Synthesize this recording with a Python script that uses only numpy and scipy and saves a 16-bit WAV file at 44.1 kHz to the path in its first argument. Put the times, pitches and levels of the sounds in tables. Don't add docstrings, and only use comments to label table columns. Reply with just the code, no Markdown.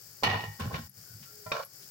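import sys
import numpy as np
from scipy import signal
from scipy.fft import rfft, irfft, next_fast_len
from scipy.io import wavfile
from scipy.ndimage import uniform_filter1d, map_coordinates

SR = 44100
rng = np.random.default_rng(int(sys.argv[2]) if len(sys.argv) > 2 else 0)


def wrap_up_sound(samples):
    columns = np.atleast_2d(samples).T
    tamed = np.clip(columns, -1, 1)
    steps = np.round(tamed * 32767).astype(np.int16)
    wavfile.write(sys.argv[1], SR, steps)


N = 83790


def amp(db):
    return 10 ** (np.asarray(db) / 20)


def unit(x):
    return x / np.sqrt(np.mean(x ** 2) + 1e-20)


def along(points, hz):
    f, v = np.transpose(points)
    return np.interp(np.log(hz + 1), np.log(f + 1), v)


def gains(rows):
    s, *cols = np.transpose(rows)
    t = np.arange(N) / SR
    inside = (t >= s[0]) * (t <= s[-1])
    return [amp(np.interp(t, s, c)) * inside for c in cols]


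def filtered(x, response):
    m = next_fast_len(x.shape[-1] + 8192)
    shaped = irfft(rfft(x, m) * response(np.fft.rfftfreq(m, 1 / SR)), m)
    return shaped[..., :x.shape[-1]]


def add(out, s, x):
    i = round(s * SR)
    out[:, i:i + x.shape[1]] += x[:, :N - i]


# pitch_hz [Hz], likeness [0-1]
LIKENESS = [(60, 0.92), (130, 0.98), (220, 0.89), (400, 0.7), (700, 0.67), (1300, 0), (2400, 0),
            (15000, 0.3)]


def half_angle(hz):
    return np.arccos(np.clip(along(LIKENESS, hz), -1, 1)) / 2


def spread(pair):
    mid_side = lambda hz: np.array([np.cos(half_angle(hz)), np.sin(half_angle(hz))])
    mid, side = filtered(pair, mid_side)
    return np.array([mid + side, mid - side])


def noise(spectrum):
    pair = spread(rng.standard_normal((2, N)))
    return unit(filtered(pair, lambda hz: amp(along(spectrum, hz))))


def ring(modes, t):
    out = np.zeros((2, len(t)))
    for hz, db, t60, *_ in modes:
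        apart = half_angle(hz) * rng.choice([-1, 1]) * np.array([[1], [-1]])
        decay = amp(db + rng.normal(0, 1.1) - 60 * t / t60)
        out += decay * np.sin(2 * np.pi * hz * t + apart)
    return out


# [dB, relative]
HUM_COLOUR = [(25, -34), (50, -25), (80, -2), (115, 6), (170, 1), (280, -16), (600, -46)]
AIR_COLOUR = [(40, -20), (150, -19), (300, 1), (420, 2), (750, -3), (1100, -5), (1450, 3), (2600, -5),
              (4100, -4), (4600, 6.5), (5400, 11), (6200, -3.5), (7000, -10), (9000, -66)]
HISS_COLOUR = [(3500, -75), (4200, -28), (4500, 3), (5400, -5.5), (7000, 1), (9300, -7.5), (12000, -2),
               (15700, 2.5)]
# time_s [s], level_db [dB]
BED_LEVEL = [(0, 0), (.55, -0.5), (.8, 0.5), (1.2, 0), (1.5, 0.5), (1.9, 0.5)]
HUM_DB, AIR_DB, HISS_LEFT_DB = -65, -57, -46
HISS_RIGHT_DB = -33.5
HISS_GRAIN_DB, HISS_WAVER_DB, WAVERS_PER_S = 2, 0.13, 13.9
SPITS_PER_S, SPIT_DB = 20, 5


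def background():
    t = np.arange(N) / SR
    grain_db = HISS_GRAIN_DB * unit(uniform_filter1d(rng.standard_normal(N), size=50))
    spit_starts = rng.random(N) < SPITS_PER_S / SR
    spits = np.minimum(np.convolve(spit_starts, np.ones(SR // 1000), "same"), 1)
    waver_db = HISS_WAVER_DB * map_coordinates(rng.standard_normal(SR // 100), [t * WAVERS_PER_S])
    hiss = unit(noise(HISS_COLOUR) * amp(grain_db + waver_db + SPIT_DB * spits))
    hiss = hiss * amp([[HISS_LEFT_DB], [HISS_LEFT_DB + HISS_RIGHT_DB]])
    level = amp(np.interp(t, *np.transpose(BED_LEVEL)))
    return level * (amp(HUM_DB) * noise(HUM_COLOUR) + amp(AIR_DB) * noise(AIR_COLOUR) + hiss)


# start_s [s], level_db [dB, on the left], fall_30db_s [s to fall 30 dB]
HIGH_TICKS = [(.895, -41, 0.016), (1.649, -42.5, 0.056)]
TICK_HZ, TICK_WIDTH_HZ = 11460, 140


def ticks():
    out, t = np.zeros((2, N)), np.arange(SR // 10) / SR
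    narrow = lambda hz: 1 / np.hypot(1, (hz - TICK_HZ) / TICK_WIDTH_HZ)
    for s, db, fall_s in HIGH_TICKS:
        band = unit(filtered(rng.standard_normal((2, len(t))), narrow))
        add(out, s, band * amp(db - 30 * t / fall_s))
    return out * amp([[0], [-9]])


ROOM_T60_S, ROOM_DB = 0.19, -7.5


def room(x):
    t = np.arange(SR // 2) / SR
    tail = rng.standard_normal((2, len(t))) * amp(-60 * t / ROOM_T60_S) * (t > .005)
    wet = signal.fftconvolve(x, tail / np.linalg.norm(tail[0]), axes=1)[:, :N]
    return amp(ROOM_DB) * wet


# pitch_hz [Hz, before the thud's ratio], level_db [dB, relative], t60_s [s]
SUPPORT_MODES = [(67, -11.5, 0.18), (106.8, 4, 0.17), (158.7, -1.5, 0.15), (195, -7.5, 0.093)]
# start_s [s], level_db [dB, relative], pitch_ratio [x], rise_s [s]
ROCKING_THUDS = [(0.238, -35, 0.85, 0.0068), (.266, -28, 1.01, 0.0035), (0.305, -30.5, 0.96, 0.0034),
                 (0.345, -31, 0.98, .004), (0.419, -33, 1.03, 0.021), (0.464, -23.5, 0.97, 0.051),
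                 (.61, -29.5, 0.89, 0.0046), (.634, -32, 0.91, 0.0062), (.659, -28.5, 1.08, 0.0023),
                 (0.732, -29.5, 1, 0.0047), (0.745, -32.5, 0.93, 0.0014), (0.784, -37.5, 1.46, 0.0023),
                 (0.831, -43.5, 0.77, 0.0019), (.875, -38.5, 1.2, 0.018), (.97, -49.5, 1.06, 0.014),
                 (1.091, -43.5, 1.05, 0.034), (1.134, -37.5, 0.98, 0.024), (1.202, -47, 1.29, 0.0067),
                 (1.462, -42, 1.02, 0.0069), (1.515, -44, 1.3, 0.009)]


def rocking():
    out, t = np.zeros((2, N)), np.arange(SR // 2) / SR
    for s, db, ratio, rise in ROCKING_THUDS:
        modes = [(hz * ratio, level, t60) for hz, level, t60 in SUPPORT_MODES]
        drum = ring(modes, t).mean(axis=0, keepdims=True)
        add(out, s, amp(db) * (1 - np.exp(-t / rise)) * drum)
    return filtered(out, lambda hz: hz ** 4 / (hz ** 4 + 45 ** 4))


# [dB, at the swell's top]
DRAG_SQUEAKS = [(1.03, 0.15, 1447, 1468, -66), (1.239, 0.1, 1340, 1366, -65),
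                (1.283, 0.25, 425.6, 410.6, -61), (1.766, 0.12, 411, 363, -74)]
SQUEAK_WAVER = 0.027


def squeaks():
    out = np.zeros((2, N))
    for s, length, start_hz, end_hz, db in DRAG_SQUEAKS:
        u = np.linspace(0, 1, int(length * SR))
        waver = unit(uniform_filter1d(rng.standard_normal(N), size=300))[:len(u)]
        pitch_hz = (start_hz + (end_hz - start_hz) * u) * (1 + SQUEAK_WAVER * waver)
        phase = 2 * np.pi * np.cumsum(pitch_hz) / SR
        swell = amp(db) * np.sqrt(2) * np.sin(np.pi * u)
        add(out, s, swell * np.sin(phase + np.array([[0], [1]])))
    return out


# start_s [s], level_db [dB, before rise and decay], centre_hz [Hz], t60_s [s]
CRUMBLE_RUSTLES = [(0.235, -29, 12500, 0.054), (.596, -33, 7080, 0.04), (1.225, -49, 2430, 0.12),
                   (1.46, -49.5, 6070, .16), (1.819, -47, 5830, 0.15)]


def crumbles():
    out, t = np.zeros((2, N)), np.arange(SR // 5) / SR
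    for s, db, centre_hz, t60 in CRUMBLE_RUSTLES:
        grains = rng.standard_normal((2, len(t))) * (rng.random(len(t)) < .1)
        band = unit(filtered(grains, lambda hz: np.exp(-np.log((hz + 1) / centre_hz) ** 2)))
        add(out, s, band * amp(db - 60 * t / t60) * (1 - np.exp(-t / 0.0037)))
    return out


# [dB, before the swell]
SING_TONES = [(446.8, -54), (629.8, -50), (791.3, -61.5), (1007, -51.5), (1367, -50.5), (1491, -72),
              (1830, -63), (2030, -63), (2353, -63)]
# time_s [s], level_db [dB]
SING_SWELL = [(1.455, -29), (1.466, 4), (1.476, 1.5), (1.49, -8), (1.515, -0.5), (1.58, -22)]


def sing():
    t = np.arange(N) / SR
    tones = np.zeros((2, N))
    for hz, db in SING_TONES:
        phase = rng.uniform(0, np.pi, (2, 1))
        tones += amp(db) * np.sqrt(2) * np.sin(2 * np.pi * hz * t + phase)
    return tones * gains(SING_SWELL)[0]


# pitch_hz [Hz], level_db [dB, relative], t60_s [s], lift_db [dB added to a scrape]
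POT_MODES = [(454, -14.5, 0.17, 7), (626, -26, 0.21, 2.5), (678, -13, 0.18, 2.5), (826, -7, 0.4, 3.5),
             (906, -9.5, 0.47, 3.5), (1012.6, -1.5, 0.2, 4.5), (1084, -8, 0.14, 7), (1361, -14, 0.3, 6),
             (1823, -5, 0.36, 2), (1875, -3.5, .55, 5), (1963, -9.5, 0.45, 3.5), (2262, -7, 0.32, 8.5),
             (2470, -9, 0.22, 0.5), (2919, -0.5, 0.18, 11), (3580, -24, .18, 8), (3930, -9, .22, 4.5),
             (4400, 5.5, 0.082, 10), (4620, -4, 0.066, 0), (5190, -11, .15, 2)]
# pitch_hz [Hz], level_db [dB, relative], t60_s [s]
SPOON_MODES = [(584, -15, 0.067), (1110, -6.5, 0.035), (1850, -35, .025), (2397, -7, 0.052),
               (2583, -6.5, 0.019), (3777, -13, 0.098), (4380, -20, 0.032)]
# [Hz, low-pass]
SPOON_KNOCKS = [(0.2271, -22, -45, -62, 960), (0.2344, -24.5, -32.5, -22.5, 5230),
                (.252, -38, -39.5, -26.5, 5500), (0.299, -26, -47, -24, 3530),
                (0.3435, -35, -48, -20, 2230), (.438, -67, -43.5, -52, 2950), (.601, -47, -51, -46, 4000),
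                (.71, -50, -49, -57, 1020), (0.7451, -31.5, -50.5, -25, 2940),
                (1.518, -19, -73, -27.5, 4000), (1.5974, -32, -64, -42, 1120)]
CRACK_T60_S = 0.06


def knocks():
    out, t = np.zeros((2, N)), np.arange(SR // 2) / SR
    for s, clack_db, ring_db, crack_db, bright_hz in SPOON_KNOCKS:
        crack = spread(rng.standard_normal((2, len(t)))) * amp(crack_db - 60 * t / CRACK_T60_S)
        crack = filtered(crack, lambda hz: hz ** 2 / (hz ** 2 + 300 ** 2))
        blow = crack + amp(clack_db) * ring(SPOON_MODES, t) + amp(ring_db) * ring(POT_MODES, t)
        dulling = signal.butter(3, bright_hz, fs=SR, output="sos")
        add(out, s, signal.sosfilt(dulling, blow))
    return out


SLIPS_PER_S, SLIP_SCATTER_DB, SLIP_T60_S = 560, 3.5, .016


def slips():
    out, t = np.zeros((2, N)), np.arange(SR // 50) / SR
    times = np.cumsum(rng.uniform(.2, 1.8, 2000)) / SLIPS_PER_S
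    sizes = rng.standard_normal(len(times))
    for s, size in zip(times[times < N / SR - .001], sizes):
        decay = amp(SLIP_SCATTER_DB * min(size, 2) - 60 * t / SLIP_T60_S)
        add(out, s, decay * rng.standard_normal((2, len(t))))
    return out


MODE_HALF_WIDTH_HZ = 40
BODY_DB, GRIT_DB, GRIT_HZ = -2, -1.5, 1574


def scrape(start_s, levels, colour):
    def response(hz):
        lift_db = sum(db / (1 + ((hz - f) / MODE_HALF_WIDTH_HZ) ** 2) for f, _, _, db in POT_MODES)
        low_cut = hz ** 2 / (hz ** 2 + 170 ** 2)
        return amp(along(colour, hz) + lift_db) * low_cut / (1 + (hz / 7000) ** 12)

    rub = filtered(spread(slips()), response)
    low = filtered(rub, lambda hz: 1 / (1 + (hz / GRIT_HZ) ** 8))
    body, grit = gains(levels)
    touching = np.arange(N) / SR >= start_s
    return touching * (amp(BODY_DB) * body * unit(low) + amp(GRIT_DB) * grit * unit(rub - low))


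# [dB, before trim]
DIG_LEVELS = [(0.233,-35,-27.5),(0.244,-26,-21.5),(.262,-30.5,-26.5),(.285,-30.5,-32.5),(.31,-34.5,-31),(.35,-31.5,-36),(.385,-39.5,-38),(0.441,-46,-45.5),(0.509,-63,-60),(.57,-64,-63)]
PUSH_LEVELS = [(.588,-62,-68),(.6,-42,-43),(.611,-34,-36),(.628,-42,-43),(.658,-41,-48),(.698,-47,-56),(.716,-38,-54),(.736,-42,-44),(.746,-35,-40),(.76,-41,-41.5),(.87,-70,-68)]
TURN_LEVELS = [(1.517,-52,-50),(1.522,-38,-32),(1.538,-37.5,-47),(1.556,-37,-39.5),(1.585,-38.5,-43.5),(1.603,-35,-48),(1.636,-53,-48.5),(1.646,-52,-69),(1.67,-61,-76)]
# [dB, relative]
DIG_TONE = [(120, -19), (200, 8), (328, -2), (443, -6.5), (591, -6), (812, 4), (1490, -7.5), (1610, -17.5),
            (1890, -0.5), (2150, -19.5), (2400, -9.5), (2900, -10), (3200, -16.5), (4540, -18.5),
            (9000, -32), (11700, -63), (19800, -120)]
PUSH_TONE = [(120, -43), (200, 10), (413, -16.5), (475, -8.5), (743, -11.5), (815, -6.5), (922, -24.5),
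             (1060, -2.5), (1180, -19), (1510, -9.5), (2060, -28.5), (2440, -25.5), (8000, -32.5),
             (10400, -65), (17600, -120)]
TURN_TONE = [(120, -60), (200, -45), (323, -23), (439, -8), (636, 1), (778, -10.5), (981, -0.5), (1490, -4),
             (2090, -28), (2290, -19), (2890, -26), (5110, -22.5), (8000, -26), (10400, -61), (17600, -120)]
DIG_START_S, PUSH_START_S, TURN_START_S = .234, .585, 1.517


def strokes():
    dig = scrape(DIG_START_S, DIG_LEVELS, DIG_TONE)
    push = scrape(PUSH_START_S, PUSH_LEVELS, PUSH_TONE)
    turn = scrape(TURN_START_S, TURN_LEVELS, TURN_TONE)
    return dig + push + turn


# start_s [s], depth_db [dB], length_s [s]
LEVEL_DIPS = [(0.875, 11, .1), (1.638, 6, 0.11)]
DIP_FALL_S = 0.01


def dips():
    t, dip_db = np.arange(N) / SR, np.zeros(N)
    for s, depth, length in LEVEL_DIPS:
        dip_db += np.interp(t, [s, s + DIP_FALL_S, s + length / 2, s + length], [0, depth, depth, 0])
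    return amp(-dip_db)


# pitch_hz [Hz], gain_db [dB]
RIGHT_COLOUR = [(200, 1.5), (290, -7), (380, 4), (520, 6), (900, 1), (6000, -1), (7500, -22), (12000, -26)]
LEFT_LAG_S = 0.00031


def scene():
    spoon = knocks() + sing() + squeaks() + crumbles() + strokes()
    right_side = lambda hz: amp(np.array([0 * hz, along(RIGHT_COLOUR, hz)]))
    heard = filtered(spoon + room(spoon), right_side)
    lag = lambda hz: np.exp(-2j * np.pi * hz * np.array([[LEFT_LAG_S], [0]]))
    drum = filtered(rocking(), lag)
    return (heard + drum + background()) * dips() + ticks()


TOP_HZ = 16000


def record(dry):
    return filtered(dry, lambda hz: hz < TOP_HZ)


dry = scene()
out = record(dry)
wrap_up_sound(out)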